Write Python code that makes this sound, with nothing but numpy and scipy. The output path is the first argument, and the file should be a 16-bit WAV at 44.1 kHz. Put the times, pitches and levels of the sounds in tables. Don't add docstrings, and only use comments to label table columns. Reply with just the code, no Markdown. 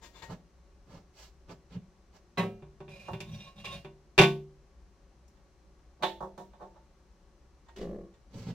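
import sys
import numpy as np
from scipy import signal
from scipy.fft import rfft, irfft
from scipy.io import wavfile

SR = 44100
rng = np.random.default_rng(int(sys.argv[2]) if len(sys.argv) > 2 else 0)


def file_out(sig):
    cols = np.atleast_2d(sig).T
    lim = np.clip(cols, -1, 1)
    pcm = np.round(lim * 32767).astype(np.int16)
    wavfile.write(sys.argv[1], SR, pcm)


N = 376613
TIME = np.arange(N) / SR

# f/Hz, density/dB per Hz
AIR_COLOUR = [(15, -43), (25, -7.5), (64, 1), (86, -18), (189, -14), (235, -21), (261, -23), (382, -15),
              (461, -27.5), (572, -18), (620, -30.5), (710, -24.5), (3490, -40), (5820, -38),
              (15800, -61.5)]
# f/Hz, rms level/dB
HUM_TONES = [(59.4, -67.5), (1120, -84.5), (4107, -92), (5798, -94), (6202, -93.5)]
AIR_RMS_DB = -59.5
TOP_HZ = 15800
# f/Hz, correlation
LIKENESS = [(30, .9), (150, .995), (400, .99), (700, .75), (1400, .4), (2800, .62), (5000, 0), (12000, .2)]
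# f/Hz, t60/s
ROOM_RING = [(100, 0.22), (400, 0.44), (1000, 0.13), (3000, 0.28), (8000, .26), (15000, 0.38)]

# t/s, length/s, level/dB, thud/dB, clink/dB, tick/dB
BRUSHES = [(0.27, 0.087, -41.5, 6, -9, -6), (0.84, 0.19, -52, 5.5, -6.5, -2.5),
           (1.11, 0.2, -56, -14, 4, 11), (1.465, 0.077, -46, 3.5, -7, -3.5), (1.68, 0.1, -55, 9, 1.5, 0),
           (1.745, 0.03, -55, 26, 1, -22), (2.11, 0.088, -57.5, -1, -3, 3), (8.28, 0.24, -54.5, 15, 2, 6),
           (8.33, 0.053, -53.5, 24.5, -22, 1), (8.44, 0.092, -47, 16.5, -2, -1.5)]
# f/Hz, density/dB per Hz
COUNTER_WASH = [(30, -11), (90, -11), (170, 4.5), (280, -1.5), (450, -1), (700, -3), (1100, -8),
                (1700, -11.5), (2800, -13), (3900, -15), (4800, -17), (7000, -23.5), (9000, -37.5),
                (15500, -39)]

# t/s, level/dB, thud/dB, treble/dB, left minus right from 1 kHz up/dB
CLINKS = [(0.221, -51.5, 14, -1, 10.5), (5.369, -74, 1, -5, -8), (5.79, -73, 0, -10, 4),
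          (7.662, -69.5, 4, -9, -6), (7.685, -54.5, -9, -10, -3.5), (8.139, -72, 8, 1, -3)]
# t/s, length/s, level/dB, thud/dB, clink/dB, tick/dB
JOSTLES = [(-0.01, 0.08, -51, 4, -1.5, 1), (0.11, 0.12, -55, 0, 0, -2), (0.21, 0.041, -44, 6, -8, -5)]
# f/Hz, level/dB, t60/s
DISH_MODES = [(910, 3, 0.3), (943, -2, 0.25), (1604, -5, 0.12), (1876, 3.5, 0.29), (2760, -7, 0.14),
              (3020, -11, 0.37), (3530, 6.5, 0.11), (4920, -22, 0.11), (6000, 1, 0.1), (7380, 4, 0.12)]
# f/Hz, density/dB per Hz
DISH_WASH = [(300, -7), (600, 4), (1100, 1.5), (7000, -8.5), (9000, -22), (15500, -24)]
CLINK_TICK_DB = -5

# f/Hz, level/dB, t60/s
BOARD_MODES = [(175.3, 8.5, 0.27), (341.8, 4, 0.39), (374, 2, 0.19), (613, -23, .2), (1105, -6, 0.21)]
# f/Hz, density/dB per Hz
BOARD_WASH = [(25, 6), (45, 9), (90, -6), (180, 10.5), (270, -13), (380, 2), (570, -6), (760, -14),
              (1150, -22.5), (1800, -29.5), (3000, -46), (6000, -48), (15500, -56)]
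DRAG_S, DRAG_LENGTH_S, DRAG_DB = 7.755, 0.24, -36
DRAG_ATTACK_S, DRAG_RELEASE_S, DRAG_SAG_DB_PER_S = 0.055, 0.047, 28.5
TYPICAL_SLIPS_PER_S = 60
GROAN_START_HZ, GROAN_HZ, GROAN_RISE_S = 390, 543, 0.062
GRATE_DB, GRATE_LENGTH_S, GRATE_RELEASE_S = -54.5, 0.059, .04

# t/s, level/dB, thud/dB, clink/dB, tick/dB
RIM_TAPS = [(3.083, -39.5, 5.5, -13, -2.5), (6.024, -36, -2, 7.5, 7.5), (6.032, -28, 2, 7, 4.5),
            (6.205, -39.5, 6.5, -20, -6), (6.224, -41.5, 11, -20, -4), (6.377, -48.5, 16, -2.5, 9),
            (6.398, -51, 6, -25, -2), (6.533, -59, -8, -2, -5), (6.620, -51, 8, -17, -7)]
# t/s, length/s, level/dB, thud/dB, clink/dB, tick/dB
RIM_SLIDES = [(5.98, 0.086, -50, 21, -24, -18), (6.20, 0.064, -39.5, 7, -36, -8),
              (6.37, 0.061, -48.5, 16.5, -10, 8), (6.58, 0.076, -42.5, 0, -16, -5),
              (6.73, 0.062, -55, -13, -9, -10)]
# f/Hz, level/dB, t60/s
RIM_MODES = [(193.7, -12, 0.47), (338, -3, 0.55), (380, 2.5, 0.32), (542.3, 3, 0.27), (726, 2.5, 0.2),
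             (887, 1, 0.34), (943.4, 6, 0.17), (1093, 6.5, 0.12), (1480, -25, .2), (1808, -9, 0.26),
             (2440, -23.5, .17), (2772, -32, .2), (3400, -27, 0.52), (3520, -4, 0.15)]
# f/Hz, density/dB per Hz
RIM_WASH = [(50, -48), (130, -4), (230, -11.5), (400, 2.5), (650, 8), (1100, 4.5), (1500, -3.5),
            (2500, -12.5), (3800, -7.5), (4800, -20.5), (7000, -25.5), (9000, -33.5), (15500, -38)]

# t/s, level/dB, thud/dB, clink/dB, tick/dB
WALL_KNOCKS = [(2.373, -29, -3, -2.5, -2), (2.380, -30.5, 6.5, 1.5, 9), (2.392, -28.5, -5.5, -0.5, -1.5),
               (2.426, -34, 6.5, -14, -16)]
# f/Hz, level/dB, t60/s
WALL_MODES = [(110.3, -14, 0.5), (182.6, 3.5, 0.26), (209, -2, 0.65), (389.6, 2.5, 0.41), (567, -6.5, 0.35),
              (727, -15, 0.49), (757, -6, 0.19), (947, -1.5, 0.25), (1104, -3.5, 0.17), (1300, -16, 0.35),
              (1616, -13, 0.29), (1831, -10, 0.19), (2019, -6, 0.16), (2206, -11, 0.22),
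              (2405, -24.5, 0.45), (2770, -12, 0.42), (3800, -9, 0.17), (4040, -4, 0.073)]
# f/Hz, density/dB per Hz
WALL_WASH = [(30, -14), (85, -25), (170, 8.5), (270, -3.5), (400, 4.5), (750, 0), (1200, -3), (1700, -7),
             (2800, -4.5), (3900, -14), (4800, -22.5), (7000, -28.5), (9000, -34), (15500, -40.5)]

# t/s, length/s, scrape level/dB, basin shudder level/dB, favoured f/Hz
STROKES = [(2.881, .18, -51, -51, 2330), (3.102, 0.045, -55, -33.5, 2700), (3.206, 0.059, -56, -42.5, 4200),
           (3.275, 0.051, -53, -41, 3700), (3.324, 0.031, -52, -42, 3700), (3.38, 0.084, -53, -54, 3740),
           (3.543, 0.094, -49.5, -47.5, 3530), (3.64, 0.048, -43.5, -44, 2980),
           (3.691, 0.051, -44.5, -39, 3640)]
# f/Hz, level/dB, t60/s
PRESSED_MODES = [(562, 6, 0.22), (1085, 6, 0.17), (2440, 5.5, 0.13), (2610, -10, .1), (2790, 3.5, 0.32),
                 (3300, -2, 0.13), (3476, -20, 0.12), (3680, 0.5, 0.074), (3930, -1, 0.19)]
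# f/Hz, density/dB per Hz
SCRAPE_WASH = [(200, -8.5), (400, -6), (750, 10), (1100, -3), (1600, 0), (2100, 2), (2400, 5), (3800, -2.5),
               (4500, -1.5), (5600, -4), (8000, -14), (15500, -26)]
STROKE_ATTACK_S, STROKE_RELEASE_S, STROKE_SAG_DB_PER_S = 0.0097, 0.021, 10
FOCUS_DB, FOCUS_OCTAVES = 8.5, 0.34
SQUEAL_S, SQUEAL_LENGTH_S = 3.31, .18
SQUEAL_HZ, SQUEAL_SAG_HZ_PER_S = 5810, 1600
SQUEAL_DB, SQUEAL_FADE_DB_PER_S = -62, 79

# t/s, level/dB, thud/dB, clink/dB, tick/dB
BOWL_KNOCKS = [(1.492, -54.5, 3.5, -2.5, -4), (2.622, -53, 11, -10, -17), (2.803, -46, 4, -13, -13),
               (2.879, -53.5, 7, -1, -16), (3.132, -41.5, 1.5, -3, -7), (3.203, -47, 6, 7, 12),
               (3.653, -55.5, 2, 18.5, 13.5), (3.846, -45.5, 3.5, -4.5, -8)]
# t/s, level/dB, thud/dB, clink/dB
DROP_BOUNCES = [(4.178, -20, -4, 1), (4.186, -16.5, -9.5, 5), (4.190, -21.5, 1, -1.5), (4.1958, -22, 8, -2),
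                (4.2127, -19.5, 2.5, 0), (4.224, -25.5, 1, -0.5), (4.234, -26, 1.5, 5.5)]
DROP_TICK_DB, DROP_PAN_DB = 0, -0.7
# t/s, level/dB
TICKS = [(5.279, -75.5), (8.383, -70)]
# thud/dB, boom/dB, clink/dB, tick/dB
TICK_COLOUR = (-3, -17, -15, 21.5)
# f/Hz, level/dB, t60/s
BASIN_MODES = [(146.3, -2, 0.53), (173.4, -6.5, .3), (211.3, -8, .4), (335, -7.5, 0.36), (385.4, 2.5, .47),
               (588, -3, .3), (702, -12, 0.3), (774, -7.5, 0.22), (818, -12.5, .21), (898.2, -13, 0.26),
               (958, -4.5, 0.24), (1070, -12.5, .24), (1120, -6, .22), (1506, -8.5, .22),
               (1807, -11.5, .18), (1900, -14, 0.23)]
# f/Hz, level/dB
SPATULA_MODES = [(2266, -10), (2373, -7.5), (2402, -1.5), (2566, -4), (2745, -7.5), (2782, -1.5),
                 (3149, -19), (3345, -7.5), (3528, -1), (3690, -9.5), (3860, -14.5), (4060, -15.5),
                 (4761, -15.5), (6060, -22.5)]
SPATULA_T60_S = .2
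# f/Hz, density/dB per Hz
SINK_WASH = [(30, -13), (85, -13.5), (140, -0.5), (270, -16), (385, 7), (490, -6.5), (700, -2.5),
             (1150, -6), (1700, -9), (2100, -7.5), (2800, -4.5), (3900, -12.5), (4800, -15), (7000, -21),
             (9000, -31.5), (11000, -30.5), (15500, -39.5)]

BOOM_PER_THUD = 0.49
# (boom/dB, left minus right from 1 kHz up/dB)
BOWL_PLACE, WALL_PLACE, RIM_PLACE = (-0.14, -1.8), (-2.5, -2), (-7.5, -4.5)
SLIDE_PLACE, DISH_PLACE, COUNTER_PLACE = (-3, -1.6), (2.5, 8.2), (-5.5, -3.3)


def undb(db):
    return 10 ** (np.asarray(db) / 20)


def at(points, hz):
    f, value = np.transpose(points)
    return np.interp(np.log(np.maximum(hz, 1)), np.log(f), value)


def unit(x):
    return x / np.sqrt(np.sum(x ** 2) / 2)


def sides(db, hz=np.inf):
    return undb(np.array([[db], [-db]]) / 2 * np.minimum(hz / 1000, 1) ** 2)


def add(track, s, sound):
    start = max(int(s * SR), 0)
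    part = sound[:, :N - start]
    track[:, start:start + part.shape[1]] += part


def waver(rate):
    return np.interp(TIME * rate, np.arange(N // 20), rng.standard_normal(N // 20))


def stereo_noise(colour, size):
    hz = np.arange(size // 2 + 1) * SR / size
    alike = np.clip(at(LIKENESS, hz), -.995, .995)
    mid, side = rfft(rng.standard_normal((2, size)))
    left_right = np.sqrt(1 + alike) * mid + np.sqrt(1 - alike) * side * np.array([[1], [-1]])
    return hz, undb(at(colour, hz)) * left_right


def wash(colour, swell_s, early_db, ring_scale, size=32768):
    t = np.arange(size) / SR
    hz, spectrum = stereo_noise(colour, size)
    octave = np.log2(np.clip(hz, 64, 16384))
    out = 0
    for k in range(6, 15):
        band = irfft(spectrum * np.maximum(1 - abs(octave - k), 0), size)
        t60 = ring_scale * at(ROOM_RING, 2 ** k)
        out = out + band * np.exp(-np.log(1000) * t / t60)
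    near_walls = 1 + undb(early_db) * np.exp(-(t / 0.019) ** 2)
    return unit(out * near_walls * (1 - np.exp(-t / swell_s)))


def ring(modes, swell_s, size=32768):
    t = np.arange(size) / SR
    out = 0
    for hz, db, t60 in modes:
        spread = np.arccos(np.clip(at(LIKENESS, hz), -1, 1))
        lag = spread * rng.choice([-1, 1]) * np.array([[.5], [-.5]])
        tone = np.sin(2 * np.pi * (hz * t + rng.random()) + lag)
        out = out + undb(db) * tone * np.exp(-np.log(1000) * t / t60)
    return unit(out * (1 - np.exp(-t / swell_s)))


def excite(force, response):
    return signal.fftconvolve(np.atleast_2d(force), response, axes=1)[:, :N]


def contact(thud_db, boom_db, clink_db, tick_db, pan_db, size=2048):
    colour = [(200, thud_db), (330, boom_db), (440, boom_db), (650, 0),
              (1250, 0.004), (2400, clink_db), (3700, clink_db), (5500, tick_db)]
    hz = np.arange(size // 2 + 1) * SR / size
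    cepstrum = irfft(np.log(undb(at(colour, hz)) * sides(pan_db, hz)))
    cepstrum[:, 1:size // 2] *= 2
    cepstrum[:, size // 2 + 1:] = 0
    return irfft(np.exp(rfft(cepstrum)))


def touch(place, thud_db, clink_db, tick_db):
    boom_db, pan_db = place
    return contact(thud_db, boom_db + BOOM_PER_THUD * thud_db, clink_db, tick_db, pan_db)


def blows(contacts, push=46):
    force = np.zeros((2, N))
    for s, db, shape in contacts:
        add(force, s, push * undb(db) * shape)
    return force


def knocks(table, place):
    return blows([(s, db, touch(place, *colour)) for s, db, *colour in table])


def grit(rate, spread_db, size):
    chance, strength = rng.random(size), rng.standard_normal(size)
    catches = (chance < rate / SR) * np.sign(strength) * undb(spread_db * abs(strength))
    return catches / np.sqrt(np.mean(catches ** 2) + 1e-12)


def rubs(table, place):
    force = np.zeros((2, N))
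    friction = grit(rate=1400, spread_db=3, size=N)
    for s, length, db, *colour in table:
        swell = np.hanning(int(length * SR))
        rub = swell * np.roll(friction, -int(s * SR))[:len(swell)]
        add(force, s, 1.115 * undb(db) * excite(rub, touch(place, *colour)))
    return force


def gesture(s, length, attack, release, sag_db):
    t = np.maximum(TIME - s, 0)
    rise = np.minimum(t / attack, 1)
    sag = undb(-sag_db * np.minimum(t, length))
    return rise * sag * np.exp(-np.maximum(t - length, 0) / release)


def friction_tone(hz, db, jitter, flutter_db, rate):
    phase = np.cumsum(hz * (1 + jitter * waver(rate))) / SR
    return np.sqrt(2) * undb(db + flutter_db * waver(rate)) * np.sin(2 * np.pi * phase)


def room_tone():
    air = irfft(stereo_noise(AIR_COLOUR, size=2 * N)[1])[:, :N]
    hum = 0
    for hz, db in HUM_TONES:
        hum = hum + np.sqrt(2) * undb(db) * np.sin(2 * np.pi * (hz * TIME + rng.random()))
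    return (undb(AIR_RMS_DB) * air / air.std() + hum) * sides(1.8)


def soft_movements():
    counter = wash(COUNTER_WASH, swell_s=.002, early_db=6, ring_scale=.9)
    return excite(rubs(BRUSHES, COUNTER_PLACE), counter)


def drainboard_things():
    dense = wash(DISH_WASH, swell_s=0.0016, early_db=-4, ring_scale=1.0)
    dishes = unit(dense + undb(-3.5) * ring(DISH_MODES, swell_s=0.00033))
    clinks = blows([(s, db, contact(thud, -18, treble, treble + CLINK_TICK_DB, pan))
                    for s, db, thud, treble, pan in CLINKS])
    return excite(clinks + rubs(JOSTLES, DISH_PLACE), dishes)


def bottle():
    pull = gesture(DRAG_S, DRAG_LENGTH_S, DRAG_ATTACK_S, DRAG_RELEASE_S, DRAG_SAG_DB_PER_S)
    slip_rate = TYPICAL_SLIPS_PER_S * np.exp(0.49 * waver(rate=110))
    slips = np.diff(np.floor(np.cumsum(slip_rate) / SR), prepend=0)
    force = slips * np.sqrt(SR / TYPICAL_SLIPS_PER_S) * undb(DRAG_DB) * pull
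    dense = wash(BOARD_WASH, swell_s=0.0033, early_db=13, ring_scale=0.87)
    board = unit(dense + undb(-6.5) * ring(BOARD_MODES, swell_s=0.0017))

    rise = np.exp(-np.maximum(TIME - DRAG_S, 0) / GROAN_RISE_S)
    groan_hz = GROAN_HZ + (GROAN_START_HZ - GROAN_HZ) * rise
    groan = pull * friction_tone(groan_hz, DRAG_DB - 8, jitter=0.088, flutter_db=1.5, rate=120)

    steel_colour = [(500, -3), (1200, 4), (2000, 2.5), (3500, 0), (6500, -4.5), (9000, -18), (15500, -26)]
    steel = wash(steel_colour, swell_s=0.00085, early_db=-5, ring_scale=0.64)
    breakaway = gesture(DRAG_S, GRATE_LENGTH_S, 0.0023, GRATE_RELEASE_S, DRAG_SAG_DB_PER_S)
    grating = excite(grit(rate=97, spread_db=1.5, size=N) * undb(GRATE_DB) * breakaway, steel)
    return excite(force, board) + groan + grating


def chopsticks_on_rim():
    dense = wash(RIM_WASH, swell_s=0.00058, early_db=-18, ring_scale=1.0)
    rim = unit(dense + undb(2.0) * ring(RIM_MODES, swell_s=0.0041))
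    return excite(knocks(RIM_TAPS, RIM_PLACE) + rubs(RIM_SLIDES, SLIDE_PLACE), rim)


def spatula_on_wall():
    dense = wash(WALL_WASH, swell_s=0.00051, early_db=-11, ring_scale=1.0)
    wall = unit(dense + undb(6) * ring(WALL_MODES, swell_s=0.0024))
    return excite(knocks(WALL_KNOCKS, WALL_PLACE), wall)


def squeal():
    hz = SQUEAL_HZ - SQUEAL_SAG_HZ_PER_S * np.clip(TIME - SQUEAL_S, 0, SQUEAL_LENGTH_S)
    pressure = gesture(SQUEAL_S, SQUEAL_LENGTH_S, STROKE_ATTACK_S, STROKE_RELEASE_S, SQUEAL_FADE_DB_PER_S)
    note = pressure * friction_tone(hz, SQUEAL_DB, jitter=0.0154, flutter_db=-3, rate=200)
    return excite(note, wash([(100, 0), (15000, 0)], swell_s=0.00088, early_db=15, ring_scale=.8))


def scraping():
    pressure = np.array([gesture(s, length, STROKE_ATTACK_S, STROKE_RELEASE_S, STROKE_SAG_DB_PER_S)
                         for s, length, *_ in STROKES])
    _, _, edge_db, shudder_db, focus_hz = np.transpose(STROKES)
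    catches = grit(rate=310, spread_db=5.5, size=N) * undb(-7.5 + 2.2 * waver(rate=40))
    dense = wash(SCRAPE_WASH, swell_s=0.0024, early_db=-11, ring_scale=1.0)
    edge = excite(catches * (undb(edge_db) @ pressure), dense)
    for mode in PRESSED_MODES:
        hz, db, _ = mode
        coupling = undb(5 * waver(rate=12))
        favour_db = FOCUS_DB * np.exp(-(np.log2(hz / focus_hz) / FOCUS_OCTAVES) ** 2)
        force = catches * coupling * (undb(edge_db + favour_db) @ pressure)
        edge = edge + undb(db - 13) * excite(force, ring([mode], swell_s=0.0012))

    basin_colour = [(60, -33), (110, -2.5), (145, 1.0), (190, -0.5), (260, -28.0), (500, -55)]
    basin = wash(basin_colour, swell_s=.004, early_db=0, ring_scale=0.6)
    rocking = grit(rate=180, spread_db=-6.5, size=N) * (undb(shudder_db - 4.5) @ pressure)
    return (edge + squeal()) * sides(-2.5) + excite(rocking, basin)


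def bowl_contacts():
    drop_place = (BOWL_PLACE[0], DROP_PAN_DB)
    drop = knocks([(*bounce, DROP_TICK_DB) for bounce in DROP_BOUNCES], drop_place)
    ticks = blows([(s, db, contact(*TICK_COLOUR, pan_db=2.0)) for s, db in TICKS])
    dense = wash(SINK_WASH, swell_s=0.00094, early_db=3.5, ring_scale=0.95)
    basin = ring(BASIN_MODES, swell_s=.005)
    spatula = ring([(hz, db, SPATULA_T60_S) for hz, db in SPATULA_MODES], swell_s=.0013)
    bowl = unit(dense + undb(4) * basin + undb(-4) * spatula)
    return excite(knocks(BOWL_KNOCKS, BOWL_PLACE) + drop + ticks, bowl)


def scene():
    background = room_tone() + soft_movements()
    drainboard = drainboard_things() + bottle()
    sink = chopsticks_on_rim() + spatula_on_wall()
    return background + drainboard + sink + scraping() + bowl_contacts()


def record(dry):
    return signal.sosfilt(signal.ellip(10, .2, 80, TOP_HZ, fs=SR, output="sos"), dry)


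dry = scene()
out = record(dry)
file_out(out)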